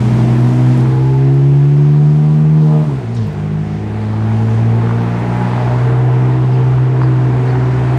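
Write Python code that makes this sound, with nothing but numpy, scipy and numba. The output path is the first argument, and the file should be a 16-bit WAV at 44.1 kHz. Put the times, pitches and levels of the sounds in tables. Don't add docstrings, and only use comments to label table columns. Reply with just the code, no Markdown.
import sys
import numpy as np
from scipy import signal
from scipy.fft import rfft, irfft, next_fast_len
from scipy.io import wavfile
from scipy.ndimage import uniform_filter1d
from numba import njit

SR = 44100
rng = np.random.default_rng(int(sys.argv[2]) if len(sys.argv) > 2 else 0)


def decibels_to_gain(level_db):
    exponent = np.asarray(level_db, float) / 20
    return 10 ** exponent


def output_pcm(signal):
    pcm = np.clip(np.atleast_2d(signal).T, -1, 1) * 32767
    wavfile.write(sys.argv[1], SR, np.round(pcm).astype(np.int16))


N = 351918
TIME = np.arange(N) / SR

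# (time [s], shaft frequency [Hz], level [dB])
DRIVE = [(0, 60.7, -11.5), (.6, 62.93, -10), (1.0, 65.3, -9.5), (1.8, 72.56, -7.5), (2.35, 76.2, -8),
         (2.55, 77.34, -7), (2.8, 76.63, -9), (3.375, 50.8, -24.5), (3.75, 52.44, -23.5),
         (4.125, 54.09, -15.5), (4.75, 57.46, -9), (5.2, 58.94, -17), (5.45, 60.27, -15.5),
         (6.0, 62.62, -10), (6.45, 63.52, -10.5), (7.05, 64.1, -9), (7.35, 62.83, -11.5),
         (7.98, 63.35, -12.5)]
# (time [s], shaft frequency [Hz], level [dB])
UPSHIFT = [
    (2.859, 76.25, -9),
    (2.94, 66, -14.5),
    (2.98, 66.7, -14.5),
    (3.02, 59.3, -15),
    (3.059, 55.8, -19),
    (3.16, 60.1, -15),
    (3.211, 55.81, -12.5),
    (3.261, 51.96, -21),
    (3.31, 49.85, -33),
]
# (middle time [s], length [s], level [dB])
STUMBLES = [
    (2.852, .035, -9),
    (2.912, .018, -9),
    (2.965, .02, -5),
    (3.02, .05, -8),
    (3.145, .02, -4),
    (3.295, .025, -10),
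]
# (frequency [Hz], width [Hz], level [dB])
PIPE_MODES = [(65, 39, -30.5), (152, 12, -19.5), (178.7, 13.1, -23), (222, 44.6, -23.5),
              (284.5, 37.7, -25.5), (319.8, 24.6, -24), (349.2, 35, -25), (402.1, 31.7, -28),
              (461.4, 24, -32), (609.5, 32, -37.5), (682, 62, -39), (735, 44, -38), (857, 52, -36),
              (965, 84, -38)]
# (shaft order, low gear level [dB], pulling level [dB], cruising level [dB])
ORDER_LEVELS = [(1, 0, -1, -4.5), (3, -.5, 4, -6.5), (4, -.5, 1.5, -2.5), (5, 0.7, -9, -2.5),
                (6, -0.6, -10, 3.5), (7, -2.5, -9, -8), (8, -3, -3.5, -5.5), (9, -4, -6.5, -4.5),
                (10, -0.5, 2, -1.5), (11, -8, -2, -0.6), (12, -9.5, -3.5, -4.5), (13, -5.5, -10, -9.5),
                (14, -9, -2.5, -3.5), (15, -5, -4, -5.5), (16, -4.5, -7, -1)]
# (frequency [Hz], width [Hz], level [dB])
BANK_NOTCHES = [
    (209.3, 20, -12.5),
    (270, 15, -6.5),
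]
# (middle time [s], length [s], shaft order, level [dB])
FACADE_LIFTS = [(0.47, .75, 12, 13), (0.17, .4, 11, 9.5), (2.4, .5, 10, 5.5), (1.3, .3, 11, 8.5),
                (2.4, 0.38, 15, 14), (1.1, .5, 13, 9), (1.2, .4, 6, 3.5), (2.5, 0.46, 13, 6),
                (2.4, .08, 3, 6), (2.94, 0.065, 4, 8.5), (3.0, .12, 3, 11), (3.253, .08, 4, 6.5),
                (1.4, .6, 4, 2.5), (7.6, 0.76, 6, 3), (6.5, 0.36, 4, 3.5), (3.58, .25, 3, 2),
                (3.55, .4, 4, 3.5), (4.7, .4, 5, -5), (.6, 0.25, 10, 6), (3.16, 0.34, 4, 1),
                (4.36, .45, 15, 8), (5.3, .7, 14, 6.5), (5.37, 0.21, 3, 3.5), (5.38, 0.55, 16, 7.5),
                (5.81, 0.51, 1, 7.5), (6.25, .25, 3, 9), (6.5, 0.28, 6, 3), (4, 0.26, 3, -7),
                (4.0, .5, 1, -13), (.65, 0.46, 1, -8)]
# (time [s], main order frequency [Hz], level [dB])
AHEAD_NEAR = [
    (0, 208, -19),
    (.08, 215.7, -17.5),
    (.3, 227, -18),
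    (.6, 246.4, -19.5),
    (.66, 246, -21),
    (.71, 246, -18.5),
    (.8, 237, -19.5),
    (.95, 212, -31),
    (1.05, 204, -42),
]
# (multiple of main order, level under main order [dB])
AHEAD_PARTIALS = [(0.751, -10.5), (1.502, -13.5), (1.999, -23), (2.501, -24)]
# (time [s], shaft frequency [Hz])
AHEAD_FAR = [
    (5.0, 62.5),
    (5.6, 64.3),
    (6.6, 66.3),
    (7.98, 68.2),
]
AHEAD_FAR_SWELLS = {1: [(6.8, 0.63, -35), (7.3, 0.2, -32), (7.8, 0.42, -27)], 1.5: [(5.6, .6, -35),
                    (6.6, 0.46, -38.5), (7.8, 0.45, -37)], 4: [(7.5, 0.6, -28.5)]}
# (time [s], peak level [dB], ringing frequency [Hz])
TYRE_BUMPS = [(0.471, -27, 1023), (4.318, -18.5, 834.6), (4.871, -18.5, 1140), (4.893, -18, 890.8),
              (4.91, -14.5, 905), (5.533, -14, 850), (5.579, -12, 809), (5.602, -15, 794),
              (5.611, -18, 820.5), (5.675, -17.5, 806.5), (6.99, -23, 830.5), (7.017, -12, 830),
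              (7.034, -16, 992)]
# (time [s], peak level [dB], decay [s], middle frequency [Hz])
BRIGHT_TICKS = [(.775, -36, .006, 8000), (.805, -38, .006, 8000), (1.341, -43, 0.0043, 9400),
                (2.84, -52, .01, 8000), (3.148, -36.5, 0.013, 6500), (3.164, -30.5, .03, 4070),
                (3.22, -35, 0.058, 3597), (3.268, -47.5, 0.012, 10510), (3.328, -50, 0.0041, 11000),
                (5.03, -47, .005, 10500), (7.974, -39, 0.0051, 9980)]
# (time [s], length [s], start frequency [Hz], end frequency [Hz], level [dB])
SPARROW_CHIRPS = [
    (6.508, 0.067, 5430, 4355, -47),
    (7.004, 0.061, 4920, 4480, -46),
    (7.456, 0.076, 4193, 4570, -43),
]
# (time [s], level [dB])
STREET_ROAR = [(0, -35), (.8, -36), (1.0, -39.5), (1.4, -41.5), (2.5, -42), (2.8, -40), (3.0, -41),
               (3.6, -42), (4.4, -36), (4.85, -35), (5.2, -32.5), (5.8, -31), (6.0, -33.5), (6.8, -35),
               (7.5, -33.5), (7.98, -31.5)]
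# (frequency [Hz], level per Hz [dB])
ROAR_SPECTRUM = [(25, -27.5), (50, -26.5), (90, -19.5), (170, -10), (270, -16), (400, -14), (560, -23),
                 (680, -17.5), (850, -19), (1300, -26), (2000, -30), (4000, -42.5), (8300, -52.5),
                 (16000, -74)]
# (middle time [s], length [s], level [dB])
LORRY_SWELLS = [
    (3.9, 0.96, -29.5),
]
# (middle time [s], length [s], level [dB])
DRONE_SWELLS = [
    (3.0, 0.31, -35.5),
    (5.0, 1.8, -41.5),
]
# (time [s], level [dB])
HUM_SWELLS = [(.98, -36), (1.928, -36), (2.75, -36), (3.29, -33.5), (3.93, -36.5), (4.5, -32.5),
              (4.8, -31.5), (5.05, -31.5), (5.9, -24.5), (6.2, -30.5), (6.6, -29.5), (6.93, -34.5),
              (7.401, -28.5)]


def curves(rows):
    s, *columns = np.transpose(rows)
    return [np.interp(TIME, s, c) for c in columns]


def walk(rate):
    k = int(SR / rate)
    steps = np.repeat(rng.standard_normal(N // k + 1), k)
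    return 1.28 * uniform_filter1d(uniform_filter1d(steps, k), k)[:N]


def bell(s, length):
    return np.exp(-(2 * (TIME - s) / length) ** 2)


def swell(rows):
    return np.sqrt(decibels_to_gain(-49.5) ** 2 + sum(decibels_to_gain(2 * db) * bell(s, length) for s, length, db in rows))


def band(x, lo_hz, hi_hz):
    return signal.sosfilt(signal.butter(2, [lo_hz, min(hi_hz, SR / 2.2)], "band", fs=SR, output="sos"), x)


def tone(turns, multiple, db, flutter_db, wobble):
    phase = 2 * np.pi * (multiple * turns + rng.random()) + wobble * multiple * walk(30)
    return np.sqrt(2) * decibels_to_gain(db + flutter_db * walk(9)) * np.sin(phase)


def resonance(hz, centre_hz, width_hz):
    return 1 / (1 + (2 * (hz - centre_hz) / width_hz) ** 2) ** 2


def engine(shaft_hz, turns, bank_db):
    dip_db = sum(db * bell(s, length) for s, length, db in STUMBLES)
    out = tone(turns, 2, bank_db + dip_db, 0.45, 0.03)

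    pull, cruise = (np.clip((TIME - s) / .3 + .5, 0, 1) for s in (2.96, 5.8))
    roar_db = curves(STREET_ROAR)[0]
    bark_db = 11 * bell(2.75, .24)
    lift_db = 0.58 * (roar_db - np.mean(roar_db)) + bark_db
    shut = bell(3.14, .42)

    for order, low_db, pull_db, cruise_db in ORDER_LEVELS:
        odd = order % 2
        hz = order * shaft_hz
        pipes = sum(decibels_to_gain(2 * db) * resonance(hz, mode_hz, width) for mode_hz, width, db in PIPE_MODES)
        db = low_db + (pull_db - low_db) * pull + (cruise_db - pull_db) * cruise
        db += sum(sing_db * bell(s, length) for s, length, which, sing_db in FACADE_LIFTS if which == order)
        db += odd * sum(notch_db * resonance(hz, mid_hz, width) for mid_hz, width, notch_db in BANK_NOTCHES)
        db += (order >= 8) * lift_db - 3.5 * shut
        db -= 8 * (shut + .5 * odd * pull) * np.abs(walk(18))
        grain_db = (order >= 6) * min(.2 * order, 2.4) * walk(50)
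        level_db = db + grain_db + 0.67 * walk(2.967)
        out += np.sqrt(pipes + decibels_to_gain(-49.5) ** 2) * tone(turns, order, level_db, 1.5, .03)
    return out


def car_ahead():
    hz, db = curves(AHEAD_NEAR)
    turns = np.cumsum(hz) / SR
    fade = np.clip((AHEAD_NEAR[-1][0] - TIME) / 0.08, 0, 1)
    early = tone(turns, 1, db, 0.39, .04) + tone(turns, .5, -27, 0, .054)
    early += sum(tone(turns, order, db + under_db, 2.7, 0.047) for order, under_db in AHEAD_PARTIALS)

    turns = np.cumsum(curves(AHEAD_FAR)[0]) / SR
    late = sum(swell(rows) * tone(turns, order, 0, 0.5, 0.03) for order, rows in AHEAD_FAR_SWELLS.items())
    return fade * early + (TIME > AHEAD_FAR[0][0]) * late


def tyre_bumps():
    out = np.zeros(N)
    for s, db, hz in TYRE_BUMPS:
        age = np.maximum(TIME - s, 0)
        cycles = hz * age + .5 * (1 - np.exp(-age / .0008))
        shape = (1 - np.exp(-age / .0003)) * np.exp(-age / .0018)
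        out += decibels_to_gain(db + 5) * shape * np.sin(2 * np.pi * cycles)
    return out


def bright_ticks():
    out = np.zeros(N)
    for s, db, decay, hz in BRIGHT_TICKS:
        shape = decibels_to_gain(db) * (TIME >= s) * np.exp(-np.maximum(TIME - s, 0) / decay)
        burst = shape * rng.standard_normal(N)
        for _ in range(2):
            burst = band(burst, hz / 1.7, hz * 1.45)
        out += burst
    return out


def sparrow():
    out = np.zeros(N)
    for s, length, from_hz, to_hz, db in SPARROW_CHIRPS:
        part = np.clip((TIME - s) / length, 0, 1)
        hz = (from_hz + (to_hz - from_hz) * part) * (1 + .075 * walk(700))
        out += decibels_to_gain(db) * np.sin(np.pi * part) * np.sin(2 * np.pi * np.cumsum(hz) / SR)
    return out


@njit
def walls(x, lags, gain, damp):
    line, soft, out = np.zeros((8, 8192)), np.zeros(8), np.zeros(len(x))
    for i in range(len(x)):
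        total = 0.
        for k in range(8):
            soft[k] += (1 - damp) * (gain[k] * line[k, (i - lags[k]) & 8191] - soft[k])
            total += soft[k]
            out[i] += soft[k] * (1 - 2 * (k % 2))
        for k in range(8):
            line[k, i & 8191] = x[i] + soft[k] - total / 4
    return out


def house_fronts(near):
    lags = rng.integers(1200, 6000, 8)
    return decibels_to_gain(-25) * walls(near, lags, decibels_to_gain(-60 * lags / SR / 0.38), 0.9)


def gas_puffs(turns):
    firing = (2 * turns).astype(int)
    sizes = decibels_to_gain(3 * rng.standard_normal(firing[-1] + 1))
    puff = .8 + .55 * sizes[firing] * np.exp(-(2 * turns % 1) / .35)
    return uniform_filter1d(puff, size=30)


def roar(turns):
    roar_db = curves(STREET_ROAR)[0]
    rumble_db = -30.3 + 0.52 * (roar_db - np.mean(roar_db)) + 0.8 * walk(4)
    hiss_db = roar_db - 8.6 - 8 * np.interp(TIME, (3.03, 5.63), [0, 1])
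    swings_db = np.array([rumble_db, roar_db, hiss_db])

    hz, colour_db = np.transpose(ROAR_SPECTRUM)
    size = next_fast_len(N)
    octave = np.log2(np.maximum(np.arange(size // 2 + 1) * SR / size, 1))
    noise = rfft(rng.standard_normal(size)) * decibels_to_gain(np.interp(octave, np.log2(hz), colour_db))
    noise /= np.std(band(irfft(noise, size), 1086, 2205))

    puff = gas_puffs(turns)
    offset_db = np.mean(roar_db) - np.mean(swings_db, axis=1)
    air_db = 0.42 * (hiss_db - np.mean(hiss_db))
    share_octaves = np.log2([250, 900, 1600, 5000])
    share_rows = [0.92, 0, 0.0, 0.013], [0.038, 0.97, 0.97, 0.0], [0.012, 0.04, 0.0016, 0.97]
    out = np.zeros(N)
    for centre in np.arange(4, 14.5, .5):
        piece = irfft(noise * np.clip(1 - 2 * np.abs(octave - centre), 0, 1), size)[:N]
        shares = [np.interp(centre, share_octaves, row) for row in share_rows]
        level_db = np.dot(shares, swings_db + offset_db[:, None])
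        level_db = level_db + air_db * max(centre - 12.5, 0) + walk(10)
        out += decibels_to_gain(level_db) * piece * puff ** shares[1]
    return out


def distant_traffic():
    lorry = swell(LORRY_SWELLS) * tone(69.7 * TIME, 1, 0, 2.5, 0.6)
    return lorry + swell(DRONE_SWELLS) * tone(377.4 * TIME, 1, 0, 1.1, 1.1)


def steady_hum():
    hum_gain = swell([(s, 0.19, db) for s, db in HUM_SWELLS])
    return hum_gain * tone(466.4 * TIME, 0.97, 0, 2.8, 0.45)


def scene():
    shaft_hz, bank_db = curves(sorted([*DRIVE, *UPSHIFT]))
    turns = np.cumsum(shaft_hz) / SR
    near = engine(shaft_hz, turns, bank_db) + car_ahead() + tyre_bumps() + bright_ticks() + sparrow()
    return (near + house_fronts(near) + roar(turns) + distant_traffic() + steady_hum())[None]


def roll_off(x):
    return signal.sosfilt(signal.butter(12, 16310, fs=SR, output="sos"), x)


def record(dry):
    faded = dry * np.minimum(TIME / .004, 1)
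    mic = signal.sosfilt(signal.butter(2, 48, "high", fs=SR, output="sos"), faded)
    mic = mic + 0.27 * band(mic, 8400, 8900)
    over = np.maximum(np.abs(mic) - .6, 0)
    mic = mic - np.sign(mic) * (over - .3 * np.tanh(over / .3))
    mic = signal.sosfilt(signal.ellip(10, .2, 60, 15680, fs=SR, output="sos"), mic)
    return roll_off(mic)


dry = scene()
out = record(dry)
output_pcm(out)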